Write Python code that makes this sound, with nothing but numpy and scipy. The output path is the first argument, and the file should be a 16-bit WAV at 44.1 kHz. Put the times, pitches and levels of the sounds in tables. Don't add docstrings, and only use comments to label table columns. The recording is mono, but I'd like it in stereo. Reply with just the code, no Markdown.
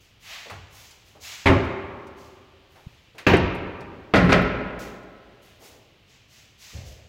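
import sys
import numpy as np
from scipy import signal
from scipy.fft import irfft
from scipy.io import wavfile
from scipy.ndimage import uniform_filter1d, minimum_filter1d

SR = 44100
rng = np.random.default_rng(int(sys.argv[2]) if len(sys.argv) > 2 else 0)


def output_pcm(signal):
    pcm = np.clip(np.atleast_2d(signal).T, -1, 1) * 32767
    wavfile.write(sys.argv[1], SR, np.round(pcm).astype(np.int16))


N = 312644
MIC_GAP_M, SOUND_M_PER_S = 0.17, 343
RING = 2 ** 16
RING_HZ, RING_S = np.fft.rfftfreq(RING, 1 / SR) + 1e-3, np.arange(RING) / SR
SCENE_HZ = np.fft.rfftfreq(N, 1 / SR) + 1e-3


def gain_of(db):
    return np.exp(np.asarray(db) * (np.log(10) / 20))


def curve(points, hz):
    point_hz, value = np.transpose(points)
    return np.interp(np.log(hz + 1), np.log(point_hz + 1), value)


def hump(hz, octaves, steepness=2.92):
    return -10 * steepness * np.log10(1 + (np.log2(RING_HZ / hz) / octaves) ** 2)


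def add(mix, time, sound):
    part = mix[:, max(round(time * SR), 0):][:, :sound.shape[-1]]
    part += sound[..., :part.shape[1]]


def diffuse(colour_db, size):
    hz = np.fft.rfftfreq(size, 1 / SR) + 1e-3
    a, b = np.exp(2j * np.pi * rng.random((2, len(hz))))
    coherence = .98 * np.sinc(2 * hz * MIC_GAP_M / SOUND_M_PER_S)
    mid, side = a * np.sqrt((1 + coherence) / 2), b * np.sqrt((1 - coherence) / 2)
    gain = gain_of(colour_db) * hz ** 4 / (hz ** 4 + 28 ** 4)
    return np.array([mid + side, mid - side]) * gain * size / np.sqrt(2 * np.sum(gain ** 2))


def diffuse_noise(colour_db, size):
    return irfft(diffuse(colour_db, size), size)


def strike(colour_db, ring, crack_db, crack_t60):
    # (band [Hz], rise [s], base wood t60 [s], hall t60 [s], base hall level [dB])
    bands = [(50.7, 0.075, 0.74, 1.7, -13), (140.7, 0.018, 0.7, 1.57, -13), (366, 0.0013, 0.71, 1.996, -7),
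             (1000, 0.001, 0.62, 1.99, -8.5), (2660, .001, 0.47, 1.33, -5.5),
             (5000, 0.0012, 0.36, 0.8, -4.5), (9600, 0.00081, 0.36, .6, -26.5)]
    noise, out = diffuse(colour_db, RING), np.zeros((2, RING))
    log_centres = np.log([band[0] for band in bands])
    crack = gain_of(crack_db - 60 * RING_S / crack_t60)
    for share, (_, rise, wood_t60, hall_t60, hall_db) in zip(np.eye(len(bands)), bands):
        wood = gain_of(-60 * RING_S / (wood_t60 * ring))
        hall = gain_of(hall_db - 60 * RING_S / hall_t60) * ring
        envelope = np.sqrt(crack ** 2 + wood ** 2 + hall ** 2) * (1 - np.exp(-RING_S / rise))
        crossover = np.interp(np.log(RING_HZ), log_centres, share)
        out += irfft(noise * crossover, RING) * envelope
    return out


def bump(db, hz, octaves, attack_s, ring):
    blow = strike(hump(hz, octaves), ring, crack_db=-2, crack_t60=0.017)
    return gain_of(db) * blow * (1 - np.exp(-RING_S / attack_s))


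def room_tone(level_db=-56):
    # (frequency [Hz], relative level [dB])
    hush = [(25, -4.5), (60, -2), (115, 0.5), (170, -9), (330, -13), (800, -17.5), (1700, -16),
            (3000, -10.5), (6700, -29), (9500, -39), (15000, -36.5)]
    return gain_of(level_db) * diffuse_noise(curve(hush, SCENE_HZ), N)


def sleeve(body_build_s=0.051, fizz_droop_db_per_s=25, grain_db=.5):
    # (frequency [Hz], relative level [dB])
    cloth = [(290, -47), (500, -25.5), (623, -15), (795, -14.5), (1630, -9.5), (1830, -6), (2230, -5),
             (3590, -2.5), (6570, -5), (8000, -12.5), (10400, -80), (17600, -120)]
    # (start [s], rise [s], length [s], hiss level [dB], body offset [dB], fizz offset [dB])
    strokes = [(0.0, 0.009, 0.057, -62.5, -1, -3), (0.193, .12, 0.17, -45.5, 8.5, -2),
               (0.694, 0.067, 0.16, -51.5, 0, 0.5), (1.035, 0.044, 0.057, -59.5, 2, -1),
               (1.198, 0.055, 0.14, -40.5, 2.5, -4), (2.158, .03, 0.1, -59, -1, -2),
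               (2.678, 0.049, .3, -68, 6.5, 3), (4.788, .006, .035, -47, 5.5, -1.5),
               (5.412, 0.018, 0.082, -62, 7, 2), (5.585, 0.079, 0.064, -49.5, -1, 1),
               (6.066, 0.038, .08, -59, 3, -8), (6.273, 0.067, 0.12, -54.5, 0.5, -4),
               (6.573, 0.056, 0.18, -47.5, 0, -4.5), (6.836, 0.037, 0.057, -53, -1, -2.5)]
    cloth_db = curve(cloth, SCENE_HZ)
    body = diffuse_noise(cloth_db - 20 * np.log10(1 + (SCENE_HZ / 3500) ** 4), N)
    hiss = diffuse_noise(cloth_db - 20 * np.log10(1 + (3800 / (SCENE_HZ + 1)) ** 4), N)
    fizz = diffuse_noise(curve([(5000, -44.5), (8000, 3.0), (15000, 4.5)], SCENE_HZ), N)
    grain = uniform_filter1d(rng.standard_normal(N), 200)
    powers = np.zeros((3, N))
    for start, rise, length, db, body_db, fizz_db in strokes:
        age = np.maximum(np.arange(N) / SR - start, 0)
        ebb_t60 = 0.44 + 3.5 * length
        ebb_db = -60 * np.maximum(age - length, 0) / ebb_t60
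        level = np.minimum(age / rise, 1) * gain_of(db + ebb_db)
        body_share = gain_of(body_db) * (1 - np.exp(-age / body_build_s))
        fizz_share = gain_of(fizz_db - fizz_droop_db_per_s * age)
        powers += np.square([level, level * body_share, level * fizz_share])
    rustle = sum(np.sqrt(power) * layer for power, layer in zip(powers, (hiss, body, fizz)))
    return rustle * gain_of(grain_db * grain / grain.std())


def air_puff(time_s=2.871, level_db=-22, pitch_hz=111, width_s=0.0025, right_share=0.085):
    t = np.arange(N) / SR - time_s
    push = np.cos(2 * np.pi * pitch_hz * t) * np.exp(-(t / width_s) ** 2 / 2)
    return gain_of(level_db) * np.array([[1], [right_share]]) * push


def steps():
    # (time [s], level [dB])
    footfalls = [(.505, -35), (1.17, -49), (2.93, -50), (6.725, -29), (6.781, -36), (6.868, -46)]
    out = np.zeros((2, N))
    for time, db in footfalls:
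        add(out, time, bump(db, hz=82, octaves=.6, attack_s=0.01, ring=.78))
    return out


def knocks():
    # (time [s], level [dB], centre [Hz], attack [s], ring [factor])
    taps = [(.455, -42.5, 443, 0.0053, 0.55), (0.497, -32.5, 1000, 0.0013, 0.5),
            (1.149, -46.5, 480, 0.0054, 0.49), (2.75, -49, 800, 0.0054, 0.79),
            (3.146, -50.5, 500, 0.0022, 1.7), (3.181, -35, 1900, 0.00058, 0.45),
            (5.59, -48, 526, 0.034, 1.24), (5.74, -52.5, 297, 0.0079, 0.7)]
    # (time [s], level [dB], centre [Hz], ring [factor])
    shudders = [(3.8, -35, 166.6, 0.38), (4.23, -16.5, 187, 1), (6.74, -54.5, 534, 3.4)]
    out = np.zeros((2, N))
    for time, db, hz, attack_s, ring in taps:
        add(out, time, bump(db, hz, octaves=1.3, attack_s=attack_s, ring=ring))
    for time, db, hz, ring in shudders:
        add(out, time, bump(db, hz, octaves=0.58, attack_s=.0065, ring=ring))
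    return out


def fittings():
    # (time [s], level [dB], centre [Hz])
    ticks = [(.682, -57.5, 3020), (0.907, -43.5, 4300), (1.645, -55, 10000), (2.068, -53, 5460),
             (3.547, -49, 10000), (3.805, -46.5, 4020), (5.028, -58, 4200)]
    # (time [s], level [dB])
    clacks = [(3.333, -19.5), (4.3217, -14.5)]
    out = np.zeros((2, N))
    for time, db, hz in ticks:
        add(out, time, bump(db, hz, octaves=0.94, attack_s=0.0017, ring=0.21))
    hollow_rebound = bump(db=-11.5, hz=380, octaves=.3, attack_s=.0015, ring=.2)
    add(out, 3.337, hollow_rebound)
    edge_scrape = bump(db=-33, hz=4500, octaves=0.89, attack_s=.022, ring=0.62)
    add(out, 4.29, edge_scrape)
    for time, db in clacks:
        add(out, time, bump(db, hz=2350, octaves=.39, attack_s=0.00092, ring=0.24))
    return out


def metal_snaps(t60=0.009, rise_s=0.00043, echo_db=-22, echo_t60=0.1):
    # (time [s], level [dB], centre [Hz])
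    snaps = [(1.4665, -14.5, 3360), (1.473, -3.5, 2150), (3.2734, -23, 4520), (3.284, -32, 6800),
             (3.3387, -32.5, 6840), (3.37, -31.5, 8500), (4.32, -15.5, 3960), (4.3282, -12, 5200),
             (4.336, -10.5, 2260), (4.421, -42, 12000)]
    out = np.zeros((2, N))
    envelope = gain_of(-60 * RING_S / t60) + gain_of(echo_db - 60 * RING_S / echo_t60)
    envelope *= 1 - np.exp(-(RING_S / rise_s) ** 2)
    for time, db, hz in snaps:
        add(out, time, gain_of(db) * envelope * diffuse_noise(hump(hz, octaves=0.31), RING))
    return out


def wood_ripple(spacing_hz=34):
    heights = np.clip(rng.standard_normal(4096), -2, 2)
    ripple = np.interp(RING_HZ / spacing_hz, np.arange(len(heights)), heights)
    depth_db = 3.5 * curve([(450, 0.16), (1000, 1), (4000, 0.58), (8000, 0.42)], RING_HZ)
    return depth_db * ripple


def panel_boom(modes, rise_s=0.0015, twin_db=-6, max_beat_hz=9, twin_rise_s=0.14):
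    out = np.zeros((2, RING))
    twin_swell = gain_of(twin_db) * (1 - np.exp(-RING_S / twin_rise_s))
    for hz, db, t60 in modes:
        skew = np.pi * hz * MIC_GAP_M / SOUND_M_PER_S * rng.uniform(-1, 1) * np.array([[1], [-1]])
        detune_hz = max_beat_hz * rng.uniform(.5, 1) * rng.choice([-1, 1])
        main = np.sin(2 * np.pi * hz * RING_S + skew)
        twin = twin_swell * np.cos(2 * np.pi * (hz + detune_hz) * RING_S - skew)
        out += gain_of(db - 60 * RING_S / t60) * (main + twin)
    return out * (1 - np.exp(-RING_S / rise_s))


def door_slams():
    # (time [s], door, bang level [dB], hardness [dB/octave], boom level [dB])
    contacts = [(1.4572, "first", -13, 0, -23.5), (1.468, "first", -12, -0.5, -39),
                (1.4965, "first", -13, -5.5, -17), (3.266, "second", -9, 1, -22),
                (3.299, "second", -12, -0.5, -30), (3.332, "second", -16.5, .5, -24),
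                (3.339, "second", -18, -1, -23.5), (4.1371, "third", -8, 2.5, -20.5),
                (4.156, "third", -20.5, 9.5, -24.5), (4.227, "third", -19, -9.5, -17.5),
                (4.292, "third", -14.5, 2, -25.5), (4.321, "third", -10.5, 4, -36.5),
                (4.347, "third", -20.5, -4.5, -36)]
    panel_colours = {"first": [(18, -60.5), (30, -31), (79, -6), (176, -15.5), (260, -13), (304, -17.5),
                     (394, -6.5), (460, -23.5), (552, -11), (629, -19.5), (881, -12), (1520, -17),
                     (2030, -16), (15000, -61.5)], "second": [(18, -38), (30, -7), (92, 2), (154, -5.5),
                     (195, -7), (328, -7.5), (364, -7.5), (460, -14), (662, -14.5), (881, -15), (2370, -18),
                     (6880, -43), (8040, -55), (15000, -53)], "third": [(18, -49), (30, -1), (150, -10),
                     (180, 0.5), (222, -11.5), (415, -9.5), (460, -13), (581, -8.5), (905, -19.5),
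                     (1300, -14.5), (2430, -26.5), (2990, -32.5), (8250, -61.5), (15000, -71.5)]}
    door_modes = {"first": [(90, 10.5, 0.2), (268.3, 4.5, 0.53), (327, -12.5, 0.88), (384, -7, 0.64),
                  (568, -25, 1.5), (665, -8.5, 0.85), (719, -20, 0.73), (842, -24, 1.5), (950, -21, 1.3)],
                  "second": [(96.7, 0, 0.27), (184.5, -3.5, 1.09), (371.8, 5, 0.49), (500, 3, 0.64),
                  (568, -14, 1.6), (684, -7.5, 0.74), (990, -27, 0.68), (1180, -26, 1.3),
                  (1320, -11.5, 1.3), (1480, -12, 0.39), (1660, 8, 0.11), (1820, -25, 0.95),
                  (2020, -12, 0.51), (2190, -9.5, 0.47), (2360, -34, 1), (2430, -37.5, 0.52)],
                  "third": [(57, -14, 1.6), (94.3, -6, 0.63), (116.4, -7, 1.4), (133.8, -7, 1.15),
                  (181.3, 4, 0.58), (192.2, -4.5, 1.4), (262.9, -4.5, 1.2), (418, -13.5, 1.94),
                  (502, -14, 1.3), (579, -11, .6), (646, -19.5, 0.61), (1240, -14, 0.61), (1340, -8, .5),
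                  (1633, -12.5, 0.2), (1880, -24.5, 0.6), (1970, -15.5, 0.47)]}
    out = np.zeros((2, N))
    booms = {door: panel_boom(modes) for door, modes in door_modes.items()}
    panel_db = {door: curve(points, RING_HZ) + wood_ripple() for door, points in panel_colours.items()}
    tilt_octaves = np.log2(np.clip(RING_HZ, 100, 5000) / 700)
    for time, door, bang_db, hardness, boom_db in contacts:
        bang = strike(panel_db[door] + hardness * tilt_octaves, ring=0.66, crack_db=-3, crack_t60=.05)
        add(out, time, gain_of(bang_db) * bang + gain_of(boom_db) * booms[door])
    return out


def scene():
    slams = door_slams() + metal_snaps() + fittings()
    return slams + knocks() + steps() + air_puff() + sleeve() + room_tone()


def record(dry):
    ceiling, window_samples, cutoff_hz = .97, 65, 15900
    allowed_gain = np.minimum(1, ceiling / (abs(dry).max(0) + 1e-9))
    smooth_gain = uniform_filter1d(minimum_filter1d(allowed_gain, window_samples), window_samples)
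    lowpass = signal.firwin(511, cutoff_hz, window=("kaiser", 9), fs=SR)
    return signal.oaconvolve(dry * smooth_gain, lowpass[None], "same")


dry = scene()
out = record(dry)
output_pcm(out)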